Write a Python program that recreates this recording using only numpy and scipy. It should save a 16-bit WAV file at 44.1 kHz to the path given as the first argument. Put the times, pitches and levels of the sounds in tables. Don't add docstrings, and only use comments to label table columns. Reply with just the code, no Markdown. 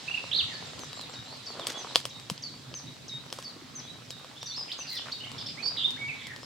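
import sys
import numpy as np
from scipy import signal
from scipy.fft import rfft, irfft, next_fast_len
from scipy.io import wavfile
from scipy.ndimage import uniform_filter1d

SR = 44100
rng = np.random.default_rng(int(sys.argv[2]) if len(sys.argv) > 2 else 0)


def wav_record(signal):
    frames = np.transpose(np.atleast_2d(signal))
    bounded = np.clip(frames, -1, 1)
    quanta = np.round(bounded * 32767).astype(np.int16)
    wavfile.write(sys.argv[1], SR, quanta)


def volts_from_decibels(level):
    exponent = np.asarray(level, float) / 20
    return 10 ** exponent


N = 284445

# (time [s], length [s], start pitch [Hz], end pitch [Hz],
# level before placing [dB], bend [name])
FAR_WHISTLES = [(0.491, 0.07, 2270, 1778, -47.5, "scoop"), (0.894, 0.092, 3900, 3910, -55.5, "glide"),
                (4.682, 0.015, 2920, 1940, -47.5, "glide"), (4.843, 0.035, 2290, 3020, -51.5, "glide"),
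                (5.243, 0.037, 2110, 2183, -50, "scoop"), (.53, 0.042, 4570, 4060, -43.5, "droop"),
                (0.965, 0.083, 4500, 3630, -45.5, "glide"), (1.595, 0.049, 3810, 2980, -42, "glide"),
                (1.739, 0.04, 3300, 3390, -41, "scoop"), (1.872, 0.035, 4400, 3700, -47, "lean"),
                (2.869, 0.024, 3834, 3830, -46, "glide"), (3.2, 0.014, 3930, 3870, -45, "glide"),
                (3.811, 0.067, 3190, 3670, -55.5, "glide"), (3.871, 0.044, 3750, 3890, -47, "scoop"),
                (4.503, 0.07, 3564, 5570, -40.5, "droop"), (4.565, 0.072, 5410, 4990, -37.5, "scoop"),
                (4.493, 0.047, 5780, 5860, -49.5, "lean"), (4.694, 0.022, 3260, 2810, -43, "glide"),
                (4.96, 0.012, 4250, 4050, -43, "droop"), (4.965, .016, 3590, 3504, -34.5, "scoop"),
                (4.983, 0.01, 3420, 2690, -38.5, "glide"), (5.122, 0.01, 4750, 4430, -31.5, "scoop"),
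                (6.426, 0.036, 5560, 4500, -48, "glide")]
FAINT_DB = -46.2


def unit(x):
    return x / np.sqrt(np.mean(x ** 2) + 1e-20)


def along(points, hz):
    f, v = np.transpose(points)
    return np.interp(np.log(hz + 1), np.log(f + 1), v)


def filtered(x, response):
    m = next_fast_len(N + SR // 4)
    spectrum = rfft(x, m) * response(np.fft.rfftfreq(m, 1 / SR))
    return irfft(spectrum, m)[..., :N]


def add(track, s, sound):
    part = track[round(s * SR):][:len(sound)]
    part += sound[:len(part)]


def sing(hz, level, rough=0.011):
    flutter = 1 + rough * unit(uniform_filter1d(rng.standard_normal(len(hz)), 150))
    phase = 2 * np.pi * np.cumsum(hz) / SR + rng.uniform(0, 2 * np.pi)
    return np.sqrt(2) * level * flutter * np.sin(phase)


def whistles(rows, soft, rough):
    halfway = {"scoop": 0.96, "lean": .7, "glide": 0.46, "droop": 0.17}
    out = np.zeros(N)
    for s, length, start_hz, end_hz, db, bend in rows:
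        u = np.linspace(0, 1, round(length * SR))
        done = u + (4 * halfway[bend] - 2) * u * (1 - u)
        hz = start_hz + (end_hz - start_hz) * done
        swell = np.abs(np.sin(np.pi * u ** 1.11)) ** soft
        add(out, s, sing(hz, volts_from_decibels(db) * swell, rough))
    return out


def pips(group, length):
    pip_rows = {"near": [(.078, 2666, -32.5), (.107, 2783, -31.5), (.14, 2790, -28.5), (.172, 2647, -33)],
                "far": [(4.365, 3550, -47), (4.412, 3690, -43.5), (4.412, 5700, -45), (4.458, 3760, -45.5),
                (4.458, 5910, -42), (4.805, 2820, -43), (5.203, 3000, -40.5), (5.262, 2990, -43.5)]}
    scoop_hz = 298
    return [(s, length, hz - scoop_hz, hz, db, "scoop") for s, hz, db in pip_rows[group]]


def warbler():
    # (time the onset ends [s], held level before placing [dB])
    notes = [(0.803, -49), (1.133, -50), (1.457, -45), (1.779, -46.5), (2.094, -48), (2.424, -42.5),
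             (2.746, -43.5), (3.082, -44), (3.435, -45.5), (3.752, -45.5), (4.099, -48), (4.46, -44),
             (4.784, -42.5), (5.115, -46.5)]
    shapes = {"high": (6000, .022, 3800, .012, -5, 4), "mid": (4520, .026, 3750, .04, -11, 4.5),
              "low": (3770, .066, 3750, .01, -5, 2)}
    shape_order = ["high", "low", "mid"]
    top_hz, shoulder_hz = 6910, 6450
    overshoot_hz = 139
    onset_s, drop_s, settle_s, stop_s = .004, .014, .006, .003
    out = np.zeros(N)
    for k, (s, db) in enumerate(notes):
        held_hz, hold, final_hz, fall, fall_db, drop_db = shapes[shape_order[k % len(shape_order)]]
        knots = np.cumsum([0, onset_s, drop_s, settle_s, hold, fall, stop_s])
        t = np.arange(round(knots[-1] * SR)) / SR
        pitches = [top_hz, shoulder_hz, held_hz + overshoot_hz, held_hz, held_hz, final_hz, final_hz]
        hz = uniform_filter1d(np.interp(t, knots, pitches), size=90)
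        level_db = db + np.interp(t, knots, [-40, -3, drop_db, 0, 0, fall_db, -40])
        add(out, s - onset_s, sing(hz, volts_from_decibels(level_db), rough=0.45))
    return out


def thrush():
    # (time [s], length [s], start pitch [Hz], end pitch [Hz],
    # level before throat and placing [dB], bend [name])
    near_whistles = [(.38, 0.037, 4190, 2533, -29.5, "glide"), (5.57, 0.051, 1890, 2566, -42.5, "lean"),
                     (5.624, 0.048, 4410, 4540, -35.5, "scoop"), (5.66, 0.038, 4550, 4920, -30.5, "glide"),
                     (5.635, 0.058, 5080, 5310, -42, "scoop"), (5.84, 0.026, 3440, 3724, -29.5, "lean"),
                     (5.963, 0.02, 1500, 2280, -48, "glide"), (5.98, 0.13, 2236, 2285, -38, "droop"),
                     (6.082, 0.044, 2787, 2030, -38, "glide")]
    # (time [s], start of mean pitch [Hz], end of mean pitch [Hz], swing rate [1/s],
    # level before envelope, throat and placing [dB])
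    warbles = [(0.3121, 2668, 4234, 66, -28.5), (5.769, 3544, 3150, 95, -32.5)]
    warble_s, swing_hz, swing_fades = .072, 720, .35
    out = whistles(near_whistles + pips("near", length=.015), soft=0.47, rough=0.15)
    for s, start_hz, end_hz, rate, db in warbles:
        u = np.linspace(0, 1, round(warble_s * SR))
        turn = u * warble_s * rate % 1
        mean_hz = end_hz + (start_hz - end_hz) * (1 - u) ** 2
        swing = swing_hz * (1 - swing_fades * u) * np.interp(turn, [0, .25, 1], [-1, 1, -1])
        pulse = np.interp(turn, [0, .2, .5, 1], [.3, .6, 1, .3])
        level = pulse * (.6 + .4 * u) * np.clip(30 * (1 - u), 0, 1)
        add(out, s, sing(uniform_filter1d(mean_hz + swing, 40), volts_from_decibels(db) * level))
    return filtered(out, lambda hz: 1 + 1.48 / (1 + ((hz - 3800) / 400) ** 2))


def snaps():
    # (time [s], reference level [dB], kind [name])
    blow_rows = [(0.24, -28.5, "thump"), (0.792, -43.5, "tick"), (0.834, -32.5, "knock"),
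                 (0.93, -37.5, "snap"), (0.995, -45, "click"), (1.012, -43, "tick"), (1.096, -34, "knock"),
                 (1.503, -31.5, "thump"), (1.596, -28.5, "knock"), (1.62, -38, "thump"),
                 (1.669, -28.5, "tick"), (1.846, -26.5, "thump"), (1.9488, -37.5, "click"),
                 (1.957, -12.5, "crack"), (2.053, -25, "snap"), (2.198, -47.5, "tick"),
                 (2.299, -24.5, "snap"), (2.378, -41.5, "click"), (2.74, -38, "click"),
                 (3.302, -44, "click"), (3.326, -28, "snap"), (3.387, -29, "knock"), (3.425, -45.5, "tick"),
                 (4.105, -39.5, "tick"), (4.245, -34, "knock"), (4.429, -34, "snap"), (4.58, -35, "knock"),
                 (4.659, -42, "knock"), (4.732, -40.5, "snap"), (4.789, -31, "knock"),
                 (5.316, -37.5, "snap"), (5.88, -37.5, "knock"), (5.906, -42, "tick"),
                 (6.269, -42.5, "tick"), (6.362, -38, "snap"), (6.431, -33, "knock")]
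    balance = {"thump": (-13, -32), "knock": (0.5, -12), "snap": (11.1, 0), "crack": (14, -4),
               "click": (15.2, -23), "tick": (17, 8.5)}
    # (nominal frequency [Hz], relative level [dB], t60 [s])
    stem_modes = [(555, -5.5, 0.029), (695, 4.5, 0.01), (1042, 16, 0.0053)]
    # (nominal frequency [Hz], relative level [dB], t60 [s])
    fibre_modes = [(1900, -14.5, 0.0088), (3220, 5.5, 0.0039), (4220, 11.5, 0.0019), (4850, 11.5, 0.0022)]
    # (nominal frequency [Hz], relative level [dB], t60 [s])
    edge_modes = [(7740, 11, 0.0041), (10600, 8, 0.002), (14000, -21, .003)]
    # (time [s], frequency [Hz], peak before placing [dB])
    thuds = [(0.423, 102, -41), (2.312, 171, -28.5), (3.562, 320, -39), (3.619, 318, -40)]
    out, t = np.zeros(N), np.arange(SR // 10) / SR
    for s, db, kind in blow_rows:
        crack_db, tick_db = balance[kind]
        parts = ((stem_modes, db - 4.5), (fibre_modes, db + crack_db), (edge_modes, db + tick_db))
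        for modes, part_db in parts:
            for hz, mode_db, t60 in modes:
                a, b = rng.standard_normal(2)
                ring = volts_from_decibels(part_db + mode_db + a - 60 * t / t60) * (1 - np.exp(-t / 0.00076))
                add(out, s + .0007, ring * np.sin(2 * np.pi * hz * (1 + b / 25) * t))
        splinters = np.convolve(rng.standard_normal(len(t)), [1, 1, -1, -1])[:len(t)]
        add(out, s, volts_from_decibels(db + tick_db - 22.5 - 60 * t / 0.095) * splinters)
    for s, hz, db in thuds:
        swell = (t * hz) ** 2 * np.exp(2 - 2 * t * hz)
        add(out, s, -volts_from_decibels(db) * swell * np.cos(2 * np.pi * hz * t))
    return out


def swishes():
    # (time [s], length [s], centre frequency [Hz], rms level [dB])
    strokes = [(1.478, 0.62, 690, -47.5), (1.66, 0.091, 3780, -42), (1.95, 0.092, 4420, -48),
               (2.299, 0.068, 6000, -58), (3.334, 0.12, 4900, -53), (4.898, 0.1, 10900, -55),
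               (5.051, 0.08, 1320, -46.5)]
    out = np.zeros((2, N))
    for s, length, centre_hz, db in strokes:
        u = np.linspace(0, 1, round(length * SR))
        grain = volts_from_decibels(4.5 * unit(uniform_filter1d(rng.standard_normal(len(u)), 180)))
        grit = rng.standard_normal((2, len(u))) * grain
        edges = np.clip([centre_hz / 2.65, centre_hz * 1.66], 50, SR * .45)
        band = signal.butter(2, edges, "band", fs=SR, output="sos")
        left, other = signal.sosfilt(band, grit)
        stroke = volts_from_decibels(db) * unit(u ** 0.4 * (1 - u))
        add(out[0], s, stroke * unit(left))
        add(out[1], s, stroke * unit(1.6 * left + other))
    return out


def buzzes():
    # (time [s], length [s], start pitch [Hz], end pitch [Hz], level before placing [dB], rasp [name])
    buzz_rows = [(1.25, 0.105, 3880, 4600, -47.5, "hoarse"), (4.87, 0.054, 4850, 4600, -42, "hoarse"),
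                 (4.879, 0.087, 4230, 4024, -41, "hoarse"), (4.91, 0.065, 2100, 1900, -50, "hoarse"),
                 (4.947, 0.042, 5000, 4660, -40, "rough"), (4.985, .04, 3600, 2790, -48, "rough"),
                 (5.396, 0.033, 3700, 3430, -45, "rough"), (5.472, 0.045, 4030, 3360, -45.5, "harsh"),
                 (6.094, 0.16, 2450, 2190, -49.5, "rough"), (6.139, 0.13, 3620, 3500, -49, "rough"),
                 (6.246, 0.042, 2346, 1900, -45, "hoarse"), (6.297, 0.041, 2070, 1698, -43.5, "rough")]
    scatter = {"hoarse": 0.035, "rough": 0.094, "harsh": 0.164}
    out = np.zeros(N)
    for s, length, start_hz, end_hz, db, rasp in buzz_rows:
        u = np.linspace(0, 1, round(length * SR))
        jumps = unit(uniform_filter1d(uniform_filter1d(rng.standard_normal(len(u)), 35), 35))
        hz = (start_hz + (end_hz - start_hz) * u) * (1 + scatter[rasp] * jumps)
        swell = np.abs(np.sin(np.pi * u)) ** 0.12
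        add(out, s, sing(hz, volts_from_decibels(db) * swell, rough=0.52))
    return out


def chirrups():
    # (time [s], level before placing [dB])
    calls = [(5.379, -37.5), (5.459, -35)]
    # (delay [s], length [s], start pitch [Hz], top pitch [Hz], end pitch [Hz],
    # level relative to the call [dB])
    arches = [(0, .017, 3840, 5510, 3770, -1), (.001, 0.015, 2900, 3640, 3020, -3.5),
              (.018, .03, 3960, 5100, 3900, -3)]
    out = np.zeros(N)
    for s, db in calls:
        for delay, length, start_hz, top_hz, end_hz, arch_db in arches:
            u = np.linspace(0, 1, round(length * SR))
            rise_hz = top_hz - (start_hz + end_hz) / 2
            hz = start_hz + (end_hz - start_hz) * u + rise_hz * np.sin(np.pi * u)
            swell = np.abs(np.sin(np.pi * u)) ** .5
            add(out, s + delay, sing(hz, volts_from_decibels(db + arch_db) * swell, rough=.3))
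    return out


def fainter_birds(count=5):
    # (time [s], start pitch [Hz], end pitch [Hz], level before placing [dB])
    flick_rows = [(4.717, 3020, 5050, -31.5), (5.116, 2890, 4980, -39.5), (5.237, 2650, 3220, -35)]
    flicks = [(s, .012, start_hz, end_hz, db, "lean") for s, start_hz, end_hz, db in flick_rows]
    first_s, every_s, seep_s = .655, .146, .065
    seep_hz, seep_end_hz = 7550, 7150
    seeps = []
    for k in range(count):
        seep_db = -61 + 6 * np.sin(np.pi * (k + .5) / count)
        seeps.append((first_s + k * every_s, seep_s, seep_hz, seep_end_hz, seep_db, "droop"))
    clear = [row for row in FAR_WHISTLES if row[4] >= FAINT_DB]
    rows = clear + pips("far", length=0.0206) + flicks + seeps
    return chirrups() + whistles(rows, soft=0.083, rough=0.33)


def deep_birds():
    return whistles([row for row in FAR_WHISTLES if row[4] < FAINT_DB], soft=0.27, rough=0.23)


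def rush(spectrum, patchy_db, grains=0, grain_db=0):
    # (frequency [Hz], correlation [ratio])
    likeness = [(40, 0.31), (130, 0.94), (600, 0.33), (4000, 0.46), (11000, -0.26)]
    z = signal.stft(rng.standard_normal((2, N)), nperseg=512)[2]
    field = uniform_filter1d(uniform_filter1d(rng.standard_normal(z.shape[1:]), 5, 0), 8, 1)
    pair = unit(signal.istft(z * volts_from_decibels(patchy_db * unit(field)), nperseg=512)[1][:, :N])
    strength = volts_from_decibels(grain_db + 4 * rng.exponential(size=N).clip(0, 2.5))
    spikes = (rng.random(N) < grains / SR) * strength
    pair = pair * (1 + np.convolve(spikes, np.exp(-np.arange(200) / 40))[:N])

    def mid_side(hz):
        turn = np.arccos(np.clip(along(likeness, hz), -1, 1)) / 2
        colour = volts_from_decibels(along([(1, -120)] + spectrum + [(SR, -120)], hz))
        return colour * [np.cos(turn), np.sin(turn)]

    mid, side = filtered(pair, mid_side)
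    return unit(np.array([mid + side, mid - side]))


def bed():
    # (time [s], drone level before tilt [dB], leaf rustle level [dB],
    # far chorus level before tilt [dB])
    slow_levels = [(0, -52, -49.5, -45.5), (.7, -47.5, -48.5, -46), (1.2, -52.5, -49, -49.5),
                   (1.9, -55, -58, -45.5), (2.2, -53, -53.5, -51), (2.9, -49.5, -55.5, -52.5),
                   (3.6, -52.5, -52.5, -52.5), (4.1, -52.5, -54.5, -52.5), (4.9, -56, -53.5, -49.5),
                   (5.4, -49, -50.5, -49), (6, -50, -50, -49.5), (6.45, -49.5, -57, -52)]
    # (frequency [Hz], relative density [dB])
    drone_colour = [(30, -26), (70, -16.5), (130, 0), (195, -10.5), (255, -4.5), (340, -14.5), (500, -20.5)]
    # (frequency [Hz], relative density [dB])
    leaf_colour = [(150, -20), (400, 2), (1100, 1.5), (1800, -3), (4000, -10), (8000, -30), (12000, -33)]
    # (frequency [Hz], relative density [dB])
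    hiss_colour = [(2500, -20), (6500, 2), (10000, -2), (15500, -5.5)]
    # (frequency [Hz], relative density [dB])
    chorus_colour = [(1800, -9), (2700, -6.5), (3800, -1), (5200, -5.5), (6400, -11), (7500, -11),
                     (9000, -18.5)]
    s, *columns = np.transpose(slow_levels)
    t = np.arange(N) / SR
    drone, leaves, chorus = (volts_from_decibels(np.interp(t, s, column)) for column in columns)
    rustle = leaves * rush(leaf_colour, patchy_db=2.5, grains=44, grain_db=4.0)
    hiss = volts_from_decibels(-64) * rush(hiss_colour, patchy_db=.4, grains=12, grain_db=4)
    hum = drone * rush(drone_colour, patchy_db=2) * volts_from_decibels([[-.8], [.8]])
    song = chorus * rush(chorus_colour, patchy_db=1.8) * volts_from_decibels([[-1], [1]])
    return rustle + hiss + hum + song


def trees(x, stretch):
    # (frequency [Hz], t60 before stretch [s])
    wood_decay = [(300, .3), (2000, .65), (5000, .7), (12000, .2)]
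    out, step = np.zeros((2, N + 2 * SR)), SR // 3
    for i in range(0, N, step):
        hz, t, z = signal.stft(rng.standard_normal((2, SR * 3 // 5)), SR, nperseg=256)
        t60 = stretch * along(wood_decay, hz)[:, None]
        tail = signal.istft(z * volts_from_decibels(-60 * t / t60), SR, nperseg=256)[1]
        wet = signal.fftconvolve(x[None, i:i + step], tail / np.linalg.norm(tail[0]), axes=1)
        out[:, i + 150:i + 150 + wet.shape[1]] += wet
    return out[:, :N]


def scene():
    # (frequency [Hz], phase lead [rad])
    left_lead = [(5500, 0.4), (8100, 1.3), (10400, 1.8), (16000, 2.2)]
    near, small, blows = thrush(), warbler(), snaps()
    fainter, deep = fainter_birds() + buzzes(), deep_birds()
    pair = filtered(blows, lambda hz: np.exp(.5j * np.outer([1, -1], along(left_lead, hz))))
    direct = near * volts_from_decibels([[-5.5], [3]]) + small * volts_from_decibels([[.3], [-.3]]) + fainter * volts_from_decibels([[-3.5], [-1]])
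    direct = direct + volts_from_decibels(-1.5) * deep + pair * volts_from_decibels([[.8], [-.8]])
    echo = trees(volts_from_decibels(-4.5) * near, stretch=0.67)
    echo = echo + trees(volts_from_decibels(-5) * small + volts_from_decibels(-5.5) * fainter, stretch=0.56)
    echo = echo + trees(volts_from_decibels(-1.0) * deep, stretch=0.49)
    echo = echo + trees(volts_from_decibels(-13.5) * blows, stretch=0.21)
    return direct + echo + swishes() + bed()


def low_pass(x):
    return signal.sosfilt(signal.butter(12, 16470, fs=SR, output="sos"), x)


def record(dry):
    top_edge_hz = 16400
    soft = dry / (1 + np.abs(dry / 1.05) ** 8) ** (1 / 8)
    mix = filtered(soft, lambda hz: hz < top_edge_hz)
    return low_pass(mix)


dry = scene()
out = record(dry)
wav_record(out)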